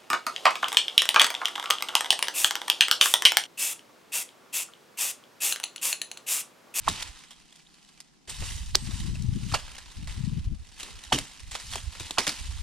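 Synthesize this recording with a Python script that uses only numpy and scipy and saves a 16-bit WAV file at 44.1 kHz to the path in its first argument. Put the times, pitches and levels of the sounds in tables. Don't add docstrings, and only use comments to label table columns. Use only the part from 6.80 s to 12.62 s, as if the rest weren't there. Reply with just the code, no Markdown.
import sys
import numpy as np
from scipy import signal
from scipy.fft import rfft, irfft
from scipy.io import wavfile
from scipy.ndimage import uniform_filter1d

SR = 44100
rng = np.random.default_rng(int(sys.argv[2]) if len(sys.argv) > 2 else 0)


def unload_audio(sound):
    columns = np.transpose(np.atleast_2d(sound))
    steps = np.round(np.clip(columns, -1, 1) * 32767)
    wavfile.write(sys.argv[1], SR, steps.astype(np.int16))


def boost_factor(decibels):
    exponent = np.asarray(decibels, float) / 20
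    return 10 ** exponent


N = 256662


def evened(x):
    return x / np.sqrt(np.mean(x ** 2) + 1e-20)


def smoothed(x, size):
    return uniform_filter1d(uniform_filter1d(x, size=size), size=size)


def read(points, hz):
    f, value = np.transpose(points)
    return np.interp(np.log(hz + 1), np.log(f + 1), value)


def sides(pan_db):
    return np.array([boost_factor(np.asarray(pan_db) / 2), boost_factor(-np.asarray(pan_db) / 2)])


def add(mix, s, sound):
    part = mix[:, max(round(s * SR), 0):][:, :sound.shape[1]]
    part += sound[:, :part.shape[1]]


def colour(x, gain):
    size = x.shape[-1]
    return irfft(rfft(x) * gain(np.fft.rfftfreq(size, 1 / SR)), size)


def resonate(x, hz, width):
    turn = np.exp(2j * np.pi * np.cumsum(hz * np.ones(x.shape[-1])) / SR)
    r = np.exp(-np.pi * width / SR)
    return 2 * (turn * signal.lfilter([1 - r], [1, -r], x / turn)).real


def ring(x, hz, width):
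    return evened(resonate(resonate(x, hz, width), hz, width))


def wander(hz):
    return evened(colour(rng.standard_normal(N), lambda f: np.exp(-(f / hz) ** 2)))


def swells(rows, floor_db):
    nearer_s = 1.474
    t = np.arange(0, N + 64, 64) / SR
    levels = []
    for s, hold, peak_db, rise, fall in rows:
        before = (s - t) / max(rise, .002)
        after = (t - s - hold) / max(fall, .002)
        other_view = (t < nearer_s) != (s < nearer_s)
        levels.append(peak_db - 20 * np.maximum(0, np.maximum(before, after)) - 99 * other_view)
    return boost_factor(np.maximum(np.array(levels + [floor_db + 0 * t]), -200)) ** 2


def per_sample(slow):
    return np.interp(np.arange(N) / 64, np.arange(len(slow)), slow)


def blended(power, values):
    return per_sample(np.array(values) @ power / power.sum(axis=0))


# hz, lead_rad
PORT_LEAD = [(300, -3), (1380, 0.91), (5250, 0), (6600, 1.21), (8790, 1.5), (11000, 1.17), (15000, 0.8)]


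def ports(x, bearing=0.97):
    return colour(x, lambda f: np.exp(.5j * bearing * np.outer([1, -1], read(PORT_LEAD, f))))


# hz, density_db_per_hz
SPLINTER_SPECTRUM = [(280, -35), (480, -6), (1420, -4), (2590, -2.5), (3090, -3.5), (3330, -3), (5480, -8),
                     (8900, -12), (14700, -37), (16000, -44.5)]
# hz, share_0_to_1
PORT_DIFFERENCE = [(500, 0.7), (3000, 0), (6500, 0.8), (15000, 1)]


def splinter(rows, ring_db, ring_q, lumps_db, tail_db, tail_longer, size=8192):
    out, t = np.zeros((2, N)), np.arange(size) / SR
    for s, peak_db, hz, t60, bright in rows:
        noise, lumps, bits, *own = rng.standard_normal((5, size))
        noise = noise + colour(np.array(own), lambda f: 1.27 * read(PORT_DIFFERENCE, f))

        def wood(f):
            return boost_factor(read(SPLINTER_SPECTRUM, f) + bright * np.log2(np.clip(f, 1100, 9500) / 3500))

        tear = evened(colour(noise, wood)) + boost_factor(ring_db) * ring(noise, hz, hz / ring_q)
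        t60 = max(t60, .004)
        debris = evened(boost_factor(3.3 * evened(uniform_filter1d(bits, size=110))))
        fall = boost_factor(-60 * t / t60) + debris * boost_factor(tail_db - 60 * t / (tail_longer * t60))
        lumps_grow = 1 - np.exp(-t / 0.0023)
        fall *= boost_factor(lumps_db * lumps_grow * evened(uniform_filter1d(lumps, size=40)))
        onset = np.minimum(t / 0.00039, 1)
        burst = np.roll(tear * fall * onset, 64, axis=1)
        burst = ports(burst, rng.uniform(0.79, 1.5))
        add(out, s - .0013, boost_factor(peak_db - 13) * burst * sides([-1.5 + rng.normal(0, 0.89)]))
    return out


# start_s, peak_db, ring_hz, brightness_db_per_octave
LIMB_CRACKS = [(0.0833, -8, 3600, 3), (1.4759, -35, 3130, 4.5), (1.622, -26.5, 1900, -6),
               (2.1078, -27.5, 3760, 0), (2.3535, -32, 2630, 1.0), (2.722, -23, 2590, 1),
               (2.737, -19, 4560, -4), (2.7416, -10, 4570, 0.5), (2.7465, -12, 3000, 0),
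               (2.7613, -25, 2687, -6), (2.9815, -26.5, 1760, 1.0), (3.273, -25, 2150, 0.5),
               (4.3205, -19, 3050, -3), (4.3245, -5.5, 3080, .5), (4.3285, -11, 3050, 0),
               (4.338, -15, 5500, 2), (4.3453, -16, 3020, 3), (4.3812, -20.5, 2090, -1),
               (4.7434, -27, 5980, 1.5), (4.7512, -16.5, 3400, -1), (4.7988, -26, 1910, 1.5),
               (4.917, -26, 4350, 2.5), (4.925, -23, 3500, 1), (4.9335, -21, 3180, 1.0),
               (4.944, -23, 4500, 1), (4.9793, -26, 3320, -1.5), (5.3832, -4, 5300, 0),
               (5.3872, -8.5, 4500, 0), (5.4775, -9, 5000, 2.0), (5.4923, -13, 4550, 2)]
# start_s, peak_db, ring_hz
BARK_SCUFFS = [
    (.0454, -36, 2400),
    (2.062, -31.5, 4700),
    (3.9977, -25, 2850),
    (4.711, -25, 7680),
    (5.1972, -23, 3680),
]
# start_s, peak_db, ring_hz, t60_s, brightness_db_per_octave
GIVING_FIBRES = [
    (.0733, -17, 1500, 0.035, -6),
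    (1.9468, -21, 4400, 0.017, -4),
    (1.9541, -2.5, 5050, 0.0073, 5),
    (5.4672, -9.5, 3520, 0.024, 1),
    (5.471, -11.5, 2220, 0.035, 1),
]


def limbs():
    tears = [(s, db, hz, .031 - .0007 * db, bright) for s, db, hz, bright in LIMB_CRACKS]
    scuffs = [(*row, .093, 1.9) for row in BARK_SCUFFS]
    return splinter(tears + scuffs + list(GIVING_FIBRES), ring_db=-9.0, ring_q=5.0, lumps_db=2.8,
                    tail_db=-14, tail_longer=8.0)


# middle_s, peak_db, pitch_hz, cycles
KNOCKS_AND_PINGS = [(.69, -51, 2820, 7), (.728, -46, 3400, 9), (.867, -49, 3300, 6), (.871, -47, 3800, 9),
                    (.0705, -42, 1000, 5), (.0762, -28, 1200, 1.7), (.0799, -7.5, 1054, 2.2),
                    (.0845, -25, 1060, 3.2), (1.623, -36, 600, 0.75), (1.949, -15, 4370, 8),
                    (1.952, -7.5, 1530, 0.61), (1.9543, 2.5, 4750, 1.84), (1.9556, -4, 5700, 2.1),
                    (1.9575, -26, 5000, 6), (2.7405, -15.5, 1000, 1.8), (2.745, -19.5, 1300, 5.9),
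                    (2.719, -36, 1250, 6), (2.7378, -26, 4500, 9), (2.7435, -20, 4500, 12),
                    (2.749, -22, 846, 2.7), (2.757, -29, 610, 4.1), (4.3135, -43, 800, 4),
                    (4.3237, -12, 845, 2.7), (4.3265, -14, 3100, 5), (4.3295, -14, 3050, 7),
                    (4.3465, -22, 3100, 9), (4.3605, -27, 2900, 10), (4.303, -40, 3900, 8),
                    (2.7615, -27, 2750, 9), (5.3842, -15, 2700, 4), (5.4175, -31, 2200, 9),
                    (4.328, -18.5, 1295, 5.8), (4.388, -36, 610, 6.5), (4.755, -32, 1330, 1.8),
                    (4.958, -24.5, 870, 1.76), (5.308, -27.5, 830, 1.3), (5.372, -43, 900, 3),
                    (5.377, -24, 1300, 2.5), (5.3783, -27, 2900, 4), (5.38, -29, 1000, 1.5),
                    (5.3828, -13.5, 940, 2.2), (5.3855, -20, 1230, 2.7), (5.471, -25, 1700, 3.5)]


def knocks():
    out, t = np.zeros((2, N)), np.arange(-441, 441) / SR
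    for s, peak_db, hz, cycles in KNOCKS_AND_PINGS:
        pan_db = -4.5 if hz < 1400 else -1.5
        swing = np.exp(-(2.03 * t * hz / cycles) ** 2) * np.sin(2 * np.pi * hz * t + 1.24)
        add(out, s - 441 / SR, boost_factor(peak_db) * swing * sides([pan_db]))
    return ports(out)


def thinness_db(hz):
    return 4.2 * np.log2(hz / 2200)


# start_s, peak_db, ring_hz, t60_s
TWIG_TICKS = [(0.2067, -26, 3500, 0.026), (0.224, -14.5, 3480, 0.022), (0.2753, -30, 2420, 0.034),
              (0.388, -38, 3660, 0.026), (0.437, -35, 2050, 0.022), (0.5067, -31, 3300, 0.04),
              (0.7245, -36, 3270, 0.027), (0.7554, -39.5, 3430, 0.047), (0.941, -41.5, 4230, 0.027),
              (1.203, -18.5, 5000, 0.01), (1.494, -22.5, 8200, 0.066), (1.708, -26, 3060, 0.022),
              (2.4224, -29, 6330, 0.015), (2.5583, -27, 3260, 0.022), (2.8794, -29.5, 1710, 0.018),
              (2.9158, -31, 2800, 0.022), (2.9502, -31, 2990, 0.027), (3.374, -33, 4070, 0.018),
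              (4.0302, -23, 3930, 0.04), (4.2372, -25.5, 3880, 0.023), (4.3868, -9, 4500, 0.013),
              (4.904, -31, 7500, 0.04), (4.956, -14, 3220, 0.025), (5.1507, -27.5, 1930, 0.036),
              (5.3082, -12.5, 3700, 0.013), (5.5241, -25, 3000, .03), (5.5897, -30, 2640, 0.025)]


def twigs():
    rows = [(*row, min(thinness_db(row[2]), 4.5)) for row in TWIG_TICKS]
    return splinter(rows, ring_db=-7.5, ring_q=6.5, lumps_db=5.0, tail_db=-13.0, tail_longer=5.0, size=4096)


# start_s, peak_db, pitch_hz, t60_s
TRUNK_SHUDDERS = [(0.084, -34, 170, 0.23), (.084, -35, 330, 0.09), (1.62, -45, 350, 0.087),
                  (1.954, -33.5, 260, .08), (2.743, -32, 520, 0.077), (4.325, -32, 130, .3),
                  (4.326, -27.5, 250, .2), (4.386, -41, 230, 0.12), (4.956, -38, 330, 0.082),
                  (5.383, -29, 320, .12), (5.469, -36, 220, 0.2), (1.48, -53, 400, .2),
                  (4.03, -53, 350, .5), (5.2, -42, 260, .08), (5.307, -42, 300, .06)]


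def shudders():
    out, t = np.zeros((2, N)), np.arange(SR // 2) / SR
    for s, peak_db, hz, t60 in TRUNK_SHUDDERS:
        rumble = ring(rng.standard_normal(len(t)), hz, 1.1 * hz)
        add(out, s, boost_factor(peak_db - 60 * t / t60) * np.minimum(t / 0.0025, 1) * rumble * sides([-1.5]))
    return out


# start_s, peak_db, pitch_hz, width_hz, t60_s
TWIG_WHIPS = [
    (1.96, -53, 8300, 70, 0.9),
]


def whips():
    out, t = np.zeros((2, N)), np.arange(SR // 2) / SR
    caught_s = .125
    for s, peak_db, hz, width, t60 in TWIG_WHIPS:
        whistle = ring(rng.standard_normal(len(t)), hz, width)
        gate = np.clip(np.minimum(t / .008, (caught_s - t) / .03), 0, 1)
        add(out, s, boost_factor(peak_db - 60 * t / t60) * gate * whistle * sides([-1.5]))
    return out


# hz, density_db_per_hz
LEAF_SPECTRUM = [(150, -23.5), (250, 0.5), (282, -16), (651, -28), (802, -15), (1350, -15), (2570, -10.5),
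                 (2960, -8), (9010, -11.5), (13400, -29.5), (16000, -48.5)]
# peak_s, level_db, rise_s, fall_s, brightness_db_per_octave
LEAF_SHUFFLES = [(.1, -43, .07, .5, -1.5), (.2, -41.5, .25, .17, -2.5), (.275, -47, .3, .07, -3.5),
                 (.42, -53.5, .8, .45, -3), (.75, -61, .8, .8, -1), (1.15, -60.5, 1.2, .55, -1.5),
                 (1.49, -47, .3, .4, -2), (1.66, -40.5, .3, .42, .3), (1.99, -49, .12, .5, 0),
                 (2.2, -43.5, .5, .33, -.3), (2.5, -55, .6, .6, -1), (2.7, -45.5, .3, .2, -.5),
                 (2.9, -49, .5, .4, -2.5), (3.13, -52, .6, .6, -2), (3.38, -50, .4, .62, -1.5),
                 (4.01, -48, .12, .3, -1.5), (4.085, -47, .25, .14, -2.5), (3.3, -49.5, .08, .3, -2.5),
                 (3.88, -60, .5, .3, -1), (4.25, -49.5, .5, .5, -2), (4.35, -41.5, .06, .24, 0),
                 (4.58, -52, .5, .4, -2.5), (4.74, -45.5, .06, .3, -2.5), (4.93, -43.5, .3, .25, 1.5),
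                 (5.22, -45, .6, .8, -1.5), (5.42, -44.5, .1, .4, 1), (5.62, -45.5, .4, .6, -1)]
# time_s, share_0_to_1
GROUND_BOUNCE = [
    (0, .05),
    (1.47, .05),
    (1.48, .24),
    (2.3, .2),
    (2.7, .08),
    (5.82, .1),
]


def litter(grains_per_s=900, spread_db=2.9, hiss_db=-1.0, clump_db=0.9, patchy_db=1.5):
    power = swells([(s, 0, *shape) for s, *shape, _ in LEAF_SHUFFLES], -72)
    level_db = per_sample(10 * np.log10(power.sum(axis=0)))
    bright = blended(power, [row[-1] for row in LEAF_SHUFFLES] + [-1.5])

    size = boost_factor(spread_db * np.minimum(rng.exponential(1, N), 5)) * (rng.random(N) < grains_per_s / SR)
    bursts = evened(signal.lfilter([1], [1, -np.exp(-1 / (0.0018 * SR))], size))
    hiss = boost_factor(hiss_db + .3 * (level_db + 50))
    drive = np.hypot(bursts, hiss) * boost_factor(clump_db * wander(25)) * rng.standard_normal((3, N))

    hz, t, z = signal.stft(drive, SR, nperseg=256)
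    share = np.clip(read(PORT_DIFFERENCE, hz), 0, 1)[:, None]
    z = np.sqrt(1 - share ** 2) * z[0] + share * z[1:]
    z = z * boost_factor(read(LEAF_SPECTRUM, hz))[:, None]
    patches = uniform_filter1d(rng.standard_normal(z.shape[1:]), size=5, axis=0)
    patches = uniform_filter1d(patches, size=4, axis=1)
    z *= boost_factor(patchy_db * evened(patches))
    octaves = np.log2(np.clip(hz[:, None], 300, 9500) / 3500)
    tilt_db = octaves * np.interp(t, np.arange(N) / SR, bright)
    even = np.sqrt(np.mean(signal.istft(z, SR, nperseg=256)[1] ** 2))
    leaves = signal.istft(z * boost_factor(tilt_db), SR, nperseg=256)[1][:, :N] / even

    delay_s = .00104 + .00004 * wander(3)
    late = np.arange(N) - SR * delay_s
    bounce = np.array([np.interp(late.round(), np.arange(N), side) for side in leaves])
    leaves = leaves + np.interp(np.arange(N) / SR, *np.transpose(GROUND_BOUNCE)) * bounce
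    return ports(leaves) * boost_factor(level_db + .5) * sides([-1.5])


# start_s, peak_db, ring_hz
LEAF_STALKS = [(0.0154, -42, 3560), (0.5999, -45, 3520), (0.6553, -46, 3340), (0.7915, -44, 1810),
               (0.9821, -46, 2030), (1.027, -44, 4780), (1.0888, -39, 4580), (1.1751, -40, 2340),
               (1.7745, -29, 2980), (1.8302, -36, 3380), (1.8893, -41, 2900), (2.0714, -30, 3790),
               (2.1174, -35, 3150), (2.5353, -32, 3170), (2.6061, -38, 2910), (2.7967, -27, 2770),
               (2.8494, -37, 3570), (2.9654, -30, 2920), (3.1175, -39, 3920), (3.1712, -41, 2810),
               (3.2257, -35, 2750), (3.5325, -41, 1540), (3.6563, -45, 3930), (3.8892, -40, 5820),
               (4.1387, -41, 3970), (4.1546, -35, 4900), (4.5128, -36, 3070), (4.5742, -38, 5520),
               (4.6026, -35, 5750), (4.6773, -41, 4760), (4.7744, -32, 4150), (5.0024, -32, 3730),
               (5.1337, -33, 3640), (5.2526, -34, 2890), (5.2801, -33, 3630), (5.7859, -37, 3740)]


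def stalks():
    rows = [(s, min(db + 1.5, -32), hz, .03, .4 * thinness_db(hz)) for s, db, hz in LEAF_STALKS]
    return splinter(rows, ring_db=-9.0, ring_q=4.0, lumps_db=3.0, tail_db=-16.0, tail_longer=2.5, size=2048)


def facing(pan_db):
    return sides(pan_db) / np.sqrt((sides(pan_db) ** 2).mean(0))


def steady(x):
    return x / np.sqrt(smoothed(x ** 2, 4000) + 1e-20)


def eddies(noise, low_hz, rise, bend, high_hz, cut):
    low = lambda f: (f / low_hz) ** rise / (1 + (f / low_hz) ** bend)
    return colour(noise, lambda f: low(f) / (1 + (f / high_hz) ** cut))


# start_s, hold_s, level_db, side_on_to_left_port_0_to_1
WIND_GUSTS = [(0, .05, -46, .1), (.075, .06, -39, .4), (.17, .16, -48, .12), (.56, .08, -66, .02),
              (1.49, .1, -45, .25), (1.61, .12, -34, .25), (1.76, .24, -34.5, .14), (2.03, .35, -31.5, .85),
              (2.41, .17, -28, 1.05), (2.61, .15, -31.5, .9), (2.79, .1, -43, .2), (2.93, .21, -51, .15),
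              (3.18, .17, -37.5, .45), (3.38, .2, -30, 1.05), (3.61, .11, -31.5, .6), (3.77, .07, -45, .03),
              (3.89, .18, -52, .02), (4.11, .07, -46, .01), (4.33, .08, -40, .4), (4.45, .12, -56, .15),
              (4.62, .12, -45, .02), (4.84, .14, -43, .4), (5.03, .07, -40, .05), (5.18, .08, -43, .15),
              (5.32, .22, -52, .4), (5.6, .24, -37, .18)]


def wind(lumps_db=4.5, shared=0.24):
    power = swells([(*row[:3], .04, .06) for row in WIND_GUSTS], -75)
    level_db = per_sample(10 * np.log10(power.sum(axis=0)))
    side_on = blended(power, [row[-1] for row in WIND_GUSTS] + [.3])
    quick_db = -22 + 19.5 * np.sqrt(np.clip(side_on, 0, 2))
    pan_db = -6 + 21 * side_on + 4 * wander(7)

    a, b = rng.standard_normal((2, 2, N))
    noise = np.array([a, shared * a + np.sqrt(1 - shared ** 2) * b])
    heave = eddies(noise[:, 0], 42, 1.17, 1.97, 105, 5.66)
    roll = eddies(noise[:, 0], 38, 1.2, 2.2, 62, 5.5)
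    strong = np.clip((level_db + 54) / 8, 0, 1)
    heave = strong * evened(heave) + (1 - strong) * evened(roll)
    flutter = eddies(noise[:, 1], 125, 3.55, 5.98, 350, 4.5)
    quick = np.minimum(boost_factor(quick_db), .97) * np.clip((level_db + 58) / 8, 0, 1)

    slow_part = np.sqrt(1 - quick ** 2) * steady(heave) * facing(.4 * pan_db)
    flicker = evened(boost_factor(2.5 * np.array([wander(29), wander(22)])))
    quick_part = quick * facing(pan_db) * steady(flutter) * flicker
    lumps = np.array([wander(30) - wander(26), wander(30) - wander(35)]) / 2
    return (slow_part + quick_part) * evened(boost_factor(lumps_db * lumps)) * boost_factor(level_db - .7)


# middle_s, peak_db, pitch_hz, push_or_pull_sign
LEFT_SLAPS = [(2.075, -21, 113, 1), (2.14, -16, 90, -1), (2.205, -22.5, 153, 1), (2.405, -19, 103, -1),
              (2.458, -21, 101, 1), (2.491, -11, 104, 1), (2.529, -15.5, 124, -1), (2.575, -19, 182, 1),
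              (2.634, -24, 96, -1), (2.666, -22, 159, 1), (2.728, -19, 88, -1), (3.173, -27, 76, -1),
              (3.235, -26, 65, -1), (3.299, -25, 50, 1), (3.373, -24, 117, 1), (3.41, -17.5, 139, -1),
              (3.443, -17.5, 142, -1), (3.479, -15, 168, -1), (3.532, -14, 154, 1), (3.575, -21, 138, -1),
              (3.677, -16, 90, 1), (3.764, -29, 57, 1), (5.663, -27, 42, 1), (5.803, -23, 58, 1)]
# middle_s, peak_db, pitch_hz, push_or_pull_sign
RIGHT_SLAPS = [(.117, -29, 70, 1), (.305, -37, 60, 1), (1.623, -25, 73, -1), (1.759, -24, 69, -1),
               (1.809, -28, 53, -1), (1.888, -29, 43, 1), (2.042, -26, 80, -1), (2.222, -21, 54, -1),
               (2.378, -29, 85, -1), (2.519, -25, 51, -1), (2.552, -23, 56, -1), (3.279, -27, 74, -1),
               (3.381, -27, 65, -1), (3.523, -28, 50, 1), (3.604, -20, 74, -1), (3.668, -24, 45, -1),
               (3.813, -34, 53, -1), (4.28, -36, 60, 1), (4.951, -31, 75, 1), (5.043, -26, 74, -1),
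               (5.081, -23, 65, -1), (5.214, -29, 94, 1), (5.616, -27, 74, 1), (5.698, -20, 65, -1),
               (5.762, -26, 65, -1)]


def slaps():
    out, t = np.zeros((2, N)), np.arange(-1500, 1500) / SR
    for rows, left_db, right_db in [(LEFT_SLAPS, -1.5, -22), (RIGHT_SLAPS, -11, -2.5)]:
        for s, peak_db, hz, sign in rows:
            swing = np.exp(-(1.4 * hz * t) ** 2) * np.cos(2 * np.pi * hz * t)
            add(out, s - 1500 / SR, sign * boost_factor(peak_db) * swing * boost_factor(np.array([[left_db], [right_db]])))
    return out


# hz, t60_s
WOODS_DECAY = [(200, 0.23), (2000, 0.23), (8000, 0.15), (16000, 0.036)]


def woods(x):
    taps = np.zeros((2, SR // 2))
    at = np.arange(60, SR // 2 - 20, 20) + rng.integers(0, 20, (2, (SR // 2 - 61) // 20))
    np.put_along_axis(taps, at, rng.choice([-1., 1.], at.shape), 1)
    hz, t, z = signal.stft(taps, SR, nperseg=128)
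    decay = boost_factor(-60 * t / read(WOODS_DECAY, hz)[:, None])
    tail = signal.istft(z * decay, SR, nperseg=128)[1]
    return signal.fftconvolve(x, tail / np.linalg.norm(tail[0]), axes=1)[:, :N]


# hz, density_db_per_hz
AIR_SPECTRUM = [(24, -14), (40, -5), (100, -30), (145, 2), (305, -6), (585, -18.5), (751, -11),
                (1040, -18.5), (3380, -23.5), (5310, -19), (9690, -31), (11300, -36), (13800, -45),
                (16000, -61.5)]


def air():
    hush = colour(rng.standard_normal((2, N)), lambda f: boost_factor(read(AIR_SPECTRUM, f)))
    return boost_factor(-62.5) * evened(hush)


def scene():
    wood = limbs() + knocks() + twigs() + shudders() + whips()
    leaves = litter()
    echoes = boost_factor(-24) * woods(wood) + boost_factor(-11) * woods(leaves)
    return wood + leaves + stalks() + wind() + slaps() + echoes + air()


def top_cut(x):
    return signal.sosfilt(signal.butter(12, 16830, fs=SR, output="sos"), x)


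def record(dry):
    band = signal.oaconvolve(dry, signal.firwin(255, 15700, fs=SR)[None], "same")
    mix = np.clip(band, -1, 1)
    return top_cut(mix)


dry = scene()
out = record(dry)
unload_audio(out)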